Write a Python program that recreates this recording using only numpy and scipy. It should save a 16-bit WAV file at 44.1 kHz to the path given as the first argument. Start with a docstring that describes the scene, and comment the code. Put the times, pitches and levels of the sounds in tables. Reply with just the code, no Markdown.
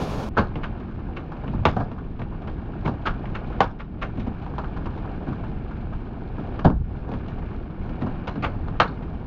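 """Inside a car rolling slowly along a wet motorway, in hail and rain.
Big stones excite roof and windscreen by impact: the sheet flexes with a thud, its modes ring with a
knock, the ice fractures with a crack, and body panels boom. Small pellets tap and raindrops patter
without pause over road rumble and a faint hiss. For the first moment the brighter wash of rain at the
side window is heard."""
import sys
import numpy as np
from scipy import signal
from scipy.fft import rfft, irfft
from scipy.io import wavfile
from scipy.ndimage import uniform_filter1d, minimum_filter1d

SR = 44100
rng = np.random.default_rng(int(sys.argv[2]) if len(sys.argv) > 2 else 0)


def to_wav(s):
    """Save 16-bit WAV."""
    ch = np.atleast_2d(s).T  # columns
    pcm = np.round(np.clip(ch, -1, 1) * 32767)  # PCM
    wavfile.write(sys.argv[1], SR, pcm.astype(np.int16))


N = 408366
TIME = np.arange(N) / SR
AGE = np.arange(SR // 3) / SR  # time since an impact [s]
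GLASS_HZ = 3050  # typical resonance of the windscreen

# spectrum of a sharp impact on glass: (frequency [Hz], relative level [dB])
CRACK_SPECTRUM = [(1120, -37), (1850, 2.5), (2180, 0.5), (2450, -4), (2720, -2.5), (3200, -8),
                  (7090, -34.5), (7930, -53.5), (8500, -71.5), (11000, -96), (18700, -120)]
# spectrum of rain and spray in the cabin: (frequency [Hz], relative level [dB])
PATTER_SPECTRUM = [(180, -30), (300, -3), (402, -6), (432, -8), (469, -6.5), (532, -9.5), (745, -10.5),
                   (985, -15), (1720, -21.5), (1980, -26.5), (2310, -25), (2480, -27.5), (3380, -35.5),
                   (4930, -42), (5700, -51), (8500, -62.5), (11000, -103), (18700, -120)]


def undb(db):
    """Amplitude ratio of a level in decibels."""
    return 10 ** (np.asarray(db) / 20)


def level(x, db):
    """Scale a steady sound to an rms level."""
    return x * undb(db) / np.sqrt(np.mean(x ** 2))


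def blow(x, db, span_s=.04):
    """Scale a transient to the energy of a steady level held for span_s."""
    return x * undb(db) / np.sqrt(np.sum(x ** 2) / (span_s * SR))


def band(x, lo_hz, hi_hz, order=2):
    """Causal Butterworth band-pass."""
    return signal.sosfilt(signal.butter(order, [lo_hz, hi_hz], "band", fs=SR, output="sos"), x)


def through(x, response):
    """Convolution with an impulse response."""
    return signal.oaconvolve(x, response)[:len(x)]


def colour(points, size=1024):
    """Minimum-phase impulse response of a spectrum (frequency [Hz], level [dB])."""
    hz, db = np.transpose(points)
    gain = undb(np.interp(np.log(np.linspace(1, SR / 2, size // 2 + 1)), np.log(hz), db))
    cepstrum = irfft(np.log(gain))
    cepstrum[1:size // 2] *= 2
    cepstrum[size // 2 + 1:] = 0
    return irfft(np.exp(rfft(cepstrum)))


def wander(per_s):
    """Random modulation: Gaussian values joined by straight lines."""
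    knots = rng.standard_normal(400)
    return np.interp(TIME * per_s, np.arange(len(knots)), knots)


def fade(t, t60):
    """Exponential damping by 60 dB in t60 seconds."""
    return np.exp(-np.log(1000) * np.maximum(t, 0) / t60)


def add(out, s, sound):
    """Superpose a sound starting at s seconds."""
    start = int(s * SR)
    out[start:start + len(sound)] += sound[:len(out) - start]


def shatter(crush_s, early_t60, tail_t60, tail_db):
    """Dense micro-impacts sum to noise that builds during the crush, drops, then lingers in the cabin."""
    rise = np.minimum(AGE / max(crush_s, 1 / SR), 1) ** 0.74
    after = AGE - crush_s
    fall = fade(after, early_t60 + 2 * crush_s) + undb(tail_db) * fade(after, tail_t60)
    return rng.standard_normal(len(AGE)) * rise * fall


def side_window(end_s=.289):
    """Rain at the side window merges into bright, fluttering broadband noise that stops abruptly."""
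    # spectrum of the wash: (frequency [Hz], relative level [dB])
    spectrum = [(88, -2.5), (150, 6), (285, -2.5), (339, -3.5), (462, -3), (618, -4.5), (1020, -7.5),
                (1760, -18.5), (4140, -26), (6600, -32), (7710, -42), (11100, -41.5), (15500, -51)]
    wash = through(rng.standard_normal(N), colour(spectrum)) * undb(2 * wander(54.4))
    return level(wash, -30) * undb(3 - 17.4 * np.minimum(TIME, end_s)) * (TIME < end_s)


def road(patter_db, follow=0.41):
    """Forced vibration: tyres and engine rumble, at a level that partly follows the patter."""
    # spectrum of the rumble: (frequency [Hz], relative level [dB])
    spectrum = [(11, -30), (18, 2.5), (43, 0), (92, -2.5), (162, -5.5), (233, -7.5), (317, -14),
                (404, -17.5), (432, -20), (450, -18.5), (580, -62), (990, -120)]
    rumble = through(rng.standard_normal(N), colour(spectrum, size=16384))
    swell_db = follow * (patter_db - np.median(patter_db)) + 0.45 * wander(6.3)
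    return level(rumble, -30.5) * undb(swell_db)


def steady_hiss():
    """Band-limited noise: a faint, steady high hiss in the cabin."""
    return level(band(through(rng.standard_normal(N), colour(PATTER_SPECTRUM)), 2100, 6200), db=-69)


def patter(patter_db, spots=12, roof_per_s=14, glass_per_s=221):
    """Shot noise over a wash of spray: sparse dull taps on the roof, dense fine drizzle on the glass."""
    drops = np.zeros(N)
    for hz, per_s in zip(np.geomspace(450, 3200, spots), np.geomspace(roof_per_s, glass_per_s, spots)):
        lands = rng.random(N) < per_s / SR
        size = undb(3 * np.minimum(rng.exponential(size=N), 3)) / np.sqrt(per_s)
        splash = shatter(.003, early_t60=.025, tail_t60=.13, tail_db=-11)
        drops += through(lands * size, band(splash, hz / 1.52, hz * 1.45))
    spray = rng.standard_normal(N) * undb(wander(5.3))
    rain = through(level(drops, 0) + level(spray, 3), colour(PATTER_SPECTRUM))
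    return level(rain, db=2) * undb(patter_db)


def ticks(patter_db, per_s=45):
    """Tiny drops tick on the windscreen at independent random times, a Poisson process."""
    lands = rng.random(N) < per_s / SR
    size = undb(3 * np.minimum(rng.exponential(size=N), 2.5))
    splash = shatter(.001, early_t60=.012, tail_t60=.08, tail_db=-14)
    drops = through(lands * size, splash)
    glass = band(through(drops, colour(CRACK_SPECTRUM)), 3400, 6400)
    return level(glass, db=-28) * undb(patter_db)


def dent(hz, cycles):
    """Heavily damped oscillation: the struck spot swings up and dies within a few cycles."""
    return hz * AGE / cycles * np.exp(-hz * AGE / cycles) * np.sin(2 * np.pi * hz * AGE)


def strike(scatter, direct, crush_s, direct_db=4, hard_s=0.003):
    """Contact time divides the energy: a hard stone gives a clean blow, a slushy one mostly scatters."""
    return blow(scatter, 0) + blow(direct, direct_db) * np.exp(-crush_s / hard_s)


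def thud(crush_s, usual_crush_s=0.0053):
    """Flexural vibration of the roof sheet, at nearly the same low pitch for every stone."""
    hz = 183 * (crush_s / usual_crush_s) ** -0.0017
    push = shatter(crush_s, early_t60=0.21, tail_t60=42 / hz, tail_db=11.5)
    return band(band(push, hz * 0.37, hz * 1.48), 70, 318, order=3)


def hollow(crush_s, usual_hz=510, scatter_oct=.25):
    """Resonance of the lined roof and cabin: a hollow note that differs from spot to spot."""
    hz = usual_hz * 2 ** (scatter_oct * rng.uniform(-1.1, 1))
    push = shatter(crush_s, early_t60=0.15, tail_t60=0.21, tail_db=-12)
    scatter = band(push, hz * 0.65, hz * 1.434, order=3)
    return strike(scatter, band(dent(hz, cycles=0.48), hz * 0.52, hz * 1.25), crush_s)


def panel(ring_db, longest_t60=.085):
    """Modal impulse response: each struck spot weights and detunes the panel modes differently."""
    # modes of roof and glass: (frequency [Hz], relative level [dB], t60 before the cap [s])
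    modes = [(290, -9.5, 0.23), (547, -3.5, 0.086), (688, 8, 0.48), (917, 3.5, 0.3), (1050, -9, 0.36),
             (1060, -15.5, 0.15), (1340, -12.5, 0.75), (1460, -4.5, 0.034), (1600, -6.5, 0.45),
             (2070, -31.5, 0.34), (2730, -24, 0.15), (3607, -36, 0.28)]
    hz, db, t60 = np.transpose(modes)[:, :, None]
    weight, detune = rng.standard_normal((len(modes), 2)).T[:, :, None]
    envelopes = np.tanh(2 * weight) * undb(db) * fade(AGE, np.minimum(t60, longest_t60))
    tones = np.sin(2 * np.pi * hz * (1 + 0.07 * detune) * AGE)
    response = undb(ring_db) * (envelopes * tones).sum(axis=0)
    response[0] += 1  # the contact itself
    return response


def sheet_ring(crush_s, hz, t60=0.036):
    """Two close modes of the sheet beat together, driven for as long as the stone crushes."""
    # mode pair: (frequency over knock pitch [ratio], relative level [dB])
    pair = [(0.919, 0.5), (1.092, -1)]
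    phases = rng.uniform(0, 2 * np.pi, len(pair))
    notes = sum(undb(db) * np.sin(2 * np.pi * hz * ratio * AGE + phase)
                for (ratio, db), phase in zip(pair, phases))
    return notes * np.minimum(AGE / crush_s, 1) * fade(AGE - crush_s, t60)


def knock(crush_s, hz, ring_db=-2, drive_s=0.014):
    """Driven resonance: the struck spot rings and feeds the panel modes; a longer push rings more."""
    push = shatter(crush_s, early_t60=0.081, tail_t60=0.26, tail_db=-7)
    scatter = band(through(push, panel(ring_db=-53)), hz * 0.67, hz * 1.265, order=1)
    scatter = band(scatter, 666, 1696, order=6)
    ring = blow(sheet_ring(crush_s, hz), ring_db) * (1 - np.exp(-crush_s / drive_s))
    return strike(scatter, band(dent(hz, cycles=0.75), 480, 3500), crush_s) + ring


def chips(per_s=200, t60=0.24):
    """Secondary impacts: splinters of ice land again as fine ticks that die away."""
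    lands = rng.random(len(AGE)) < per_s / SR
    tick = band(rng.standard_normal(len(AGE)) * fade(AGE, .008), 3500, 7000, order=4)
    return through(lands * rng.uniform(.3, 1, len(AGE)) * fade(AGE, t60), tick)


def glass_ring(x, hz, q=5, ring_db=-6):
    """Resonance of the struck spot of windscreen picks one note out of the crack."""
    return x + undb(ring_db) * signal.lfilter(*signal.iirpeak(min(hz, 4500), q, fs=SR), x)


def crack(crush_s, tilt_db_per_oct, glass_hz, scatter_oct=0.29):
    """Brittle fracture: ice splinters on glass or paint, bursts as the crush ends and sheds chips."""
    hz, db = np.transpose(CRACK_SPECTRUM)
    octaves = np.log2(np.minimum(hz, 6000) / hz[0])
    ice = colour(np.column_stack([hz, db + tilt_db_per_oct * octaves]))
    scatter = shatter(crush_s, early_t60=.03, tail_t60=0.16, tail_db=-1)
    snap, burst = rng.standard_normal((2, len(AGE)))
    fracture = strike(scatter, snap * fade(AGE, 0.0062), crush_s, direct_db=4.5)
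    add(fracture, crush_s, blow(burst * fade(AGE, 0.016), db=-6))
    spot_hz = glass_hz * 2 ** (scatter_oct * rng.uniform(-0.91, 1))
    return through(glass_ring(fracture + blow(chips(), db=-11.5), spot_hz), ice)


def stone(crush_s, knock_hz, knock_db, thud_db, bright_db):
    """One inelastic impact excites thud, hollow note, knock and crack at once."""
    hollow_db = knock_db + 0.35 * (thud_db - knock_db) - 1.5
    # the duller a stone lands, the higher its splintering and the ring of the glass
    dull_db = -4.5 - bright_db
    tilt_db_per_oct = -2 + 0.5 * dull_db
    glass_hz = GLASS_HZ * 2 ** (0.13 * dull_db)
    body = blow(thud(crush_s), thud_db) + blow(hollow(crush_s), hollow_db)
    body += blow(knock(crush_s, knock_hz), knock_db)
    return body + blow(crack(crush_s, tilt_db_per_oct, glass_hz), knock_db + bright_db)


def hailstones(gain_db=1.5):
    """Superposition of the big impacts that stand out from the patter."""
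    # big stones: (time [s], crush time [s], knock pitch [Hz], relative knock level [dB],
    # relative thud level [dB], brightness as crack over knock [dB])
    impacts = [(.369, 0.006, 1261, -23.5, -31, -23.5), (.378, 0.0067, 1030, -24, -24.5, -11.5),
               (.556, 0.0026, 930, -43, -28.5, -4.5), (.629, 0.012, 1280, -37, -61, -5.5),
               (1.164, 0.0077, 1280, -42, -33.5, -2.5), (1.318, 0.003, 1020, -43, -54, -18),
               (1.436, 0.0031, 895, -44, -37.5, -22), (1.47, 0.0094, 975, -46.5, -30.5, -4.5),
               (1.531, 0.0052, 1010, -45.5, -28, -23), (1.653, 0.0021, 1020, -20.5, -22.5, -6.5),
               (1.765, 0.003, 710, -31, -24, -25), (1.793, 0.014, 700, -34.5, -33.5, -20),
               (1.915, 0.0016, 963, -47.5, -37.5, -13), (2.191, 0.0046, 955, -45, -37, -12),
               (2.217, 0.002, 1020, -47.5, -37.5, -2), (2.473, 0.0044, 1043, -45, -47, -7),
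               (2.844, 0.017, 944, -36, -25, -7), (2.871, 0.008, 970, -34, -25, -15),
               (3.052, 0.012, 1378, -30.5, -45, -11), (3.067, 0.0051, 1365, -29.5, -53, -6),
               (3.256, 0.0016, 1100, -52, -46, 2.5), (3.345, 0.0098, 1260, -38, -51, -3),
               (3.605, 0.0012, 890, -18.5, -26, -12), (3.789, 0.016, 1294, -43.5, -55, -3.5),
               (4.013, 0.015, 1245, -34, -39.5, -4), (4.168, 0.012, 930, -49, -28, -9),
               (4.267, 0.0043, 1030, -46, -27, -12), (4.464, .0014, 930, -42.5, -57, -19),
               (4.538, 0.001, 970, -47, -50, -32), (4.582, 0.0019, 915, -33.5, -49, -19),
               (4.76, 0.012, 1124, -42, -47, -16), (4.857, 0.004, 1080, -40, -45, -13),
               (5.262, 0.018, 984, -46, -27, -18), (6.382, 0.0017, 940, -46, -31.5, -28),
               (6.592, 0.0025, 1140, -39.5, -43, -11), (6.644, 0.0084, 691, -24, -13.5, -20),
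               (6.701, 0.0009, 920, -39.5, -29.5, -19), (7.090, 0.001, 850, -44.5, -39, -23),
               (7.116, 0.0022, 855, -43.5, -31, -12.5), (7.137, 0.0025, 930, -44, -37, -9),
               (7.89, 0.0051, 1000, -50, -32, -10), (8.008, 0.014, 1065, -42.5, -26, -6.5),
               (8.064, 0.0041, 910, -41.5, -32, -16), (8.272, 0.0074, 980, -35, -36, -8),
               (8.357, 0.0028, 1060, -45, -28.5, -12), (8.422, 0.025, 1284, -29, -30, -4),
               (8.6833, 0.0006, 1130, -46, -61, -13.5), (8.8004, 0.003, 1130, -18, -27.5, -7.5)]
    out = np.zeros(N)
    for s, *impact in impacts:
        add(out, s, stone(*impact))
    return out * undb(gain_db)


def booms(swell_s=0.0048):
    """Large body panels heave like pistons and pump the air in the cabin."""
    # panel heaves: (time [s], relative level [dB], t60 [s])
    heaves = [(0.369, -20.5, 0.56), (1.499, -21, 1.5), (1.72, -19, 0.11), (3.083, -20.5, 0.52),
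              (6.65, -15.5, 0.47), (6.748, -22, 1.23)]
    out = np.zeros(N)
    for s, db, t60 in heaves:
        push = level(band(rng.standard_normal(N), 10, 105, order=3), db - 1.5)
        out += push * np.clip((TIME - s) / swell_s, 0, 1) * fade(TIME - s - swell_s, t60)
    return out


def pellets():
    """Low-energy impacts: each pellet ticks on the windscreen and taps the roof at its own pitch."""
    # small pellets: (time [s], tick level [dB], tap level [dB])
    impacts = [(0.7973, -59, -52), (0.884, -70, -51), (0.9906, -67, -53), (1.3643, -61, -59),
               (1.98, -61.5, -45), (2.038, -66, -60), (2.325, -71, -47.5), (2.416, -60.5, -48),
               (2.578, -67, -50), (2.656, -72, -49), (2.732, -69, -50), (3.524, -60, -45),
               (4.1962, -50, -49), (4.417, -56.5, -50), (4.638, -56, -40.5), (4.9733, -56, -44.5),
               (5.045, -66, -43.5), (5.15, -70, -51), (5.2836, -56.5, -46.5), (5.3276, -58, -43.5),
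               (5.3832, -66, -56), (5.437, -59, -43), (5.522, -67, -48.5), (5.71, -62, -45.5),
               (5.927, -59, -45), (6.005, -64, -55), (6.057, -73, -53), (6.3943, -61, -50),
               (7.043, -75, -53), (7.2776, -55.5, -56), (7.382, -59.5, -49), (7.701, -64, -52),
               (8.638, -75, -51), (9.023, -59, -46), (9.136, -64, -48.5)]
    out = np.zeros(N)
    for s, tick_db, tap_db in impacts:
        tick = crack(crush_s=0.0059, tilt_db_per_oct=2, glass_hz=GLASS_HZ)
        tap = knock(crush_s=0.0032, hz=1000 * 2 ** rng.uniform(-0.39, .3))
        add(out, s, blow(tick, tick_db) + blow(tap, tap_db))
    return out


def scene():
    """The sound pressures of rain, hail, road and hiss add linearly in the cabin."""
    # level of the patter, dipping briefly after the loudest hits: (time [s], level [dB])
    patter_levels = [(0.3, -52.5), (0.37, -44.5), (0.85, -45), (1.25, -46), (1.69, -42.5), (2.02, -49.5),
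                     (2.22, -50), (2.32, -46.5), (3.59, -41.5), (3.82, -56), (4.04, -46.5), (4.17, -45.5),
                     (5.14, -42), (5.62, -45.5), (6.26, -45), (6.59, -42), (6.74, -59.5), (6.91, -48.5),
                     (7.19, -43.5), (7.5, -42.5), (7.72, -48.5), (7.88, -43), (8.56, -43), (9.26, -47)]
    patter_db = np.interp(TIME, *np.transpose(patter_levels))
    rain = patter(patter_db) + ticks(patter_db) + side_window()
    return (hailstones() + pellets() + booms() + rain + road(patter_db) + steady_hiss())[None]


def record(dry, ceiling=1.0, notch_hz=1975, notch_q=14, notch_share=0.75, top_hz=15700):
    """Filtering and limiting: a narrow dip, peaks above the ceiling held down, the top treble cut."""
    notched = signal.lfilter(*signal.iirnotch(notch_hz, notch_q, fs=SR), dry)
    heard = dry + notch_share * (notched - dry)
    gain = ceiling / np.maximum(np.abs(heard), ceiling)
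    gain = uniform_filter1d(minimum_filter1d(gain, size=49), size=49)
    return signal.sosfilt(signal.ellip(8, .2, 80, top_hz, fs=SR, output="sos"), heard * gain)


dry = scene()
out = record(dry)
to_wav(out)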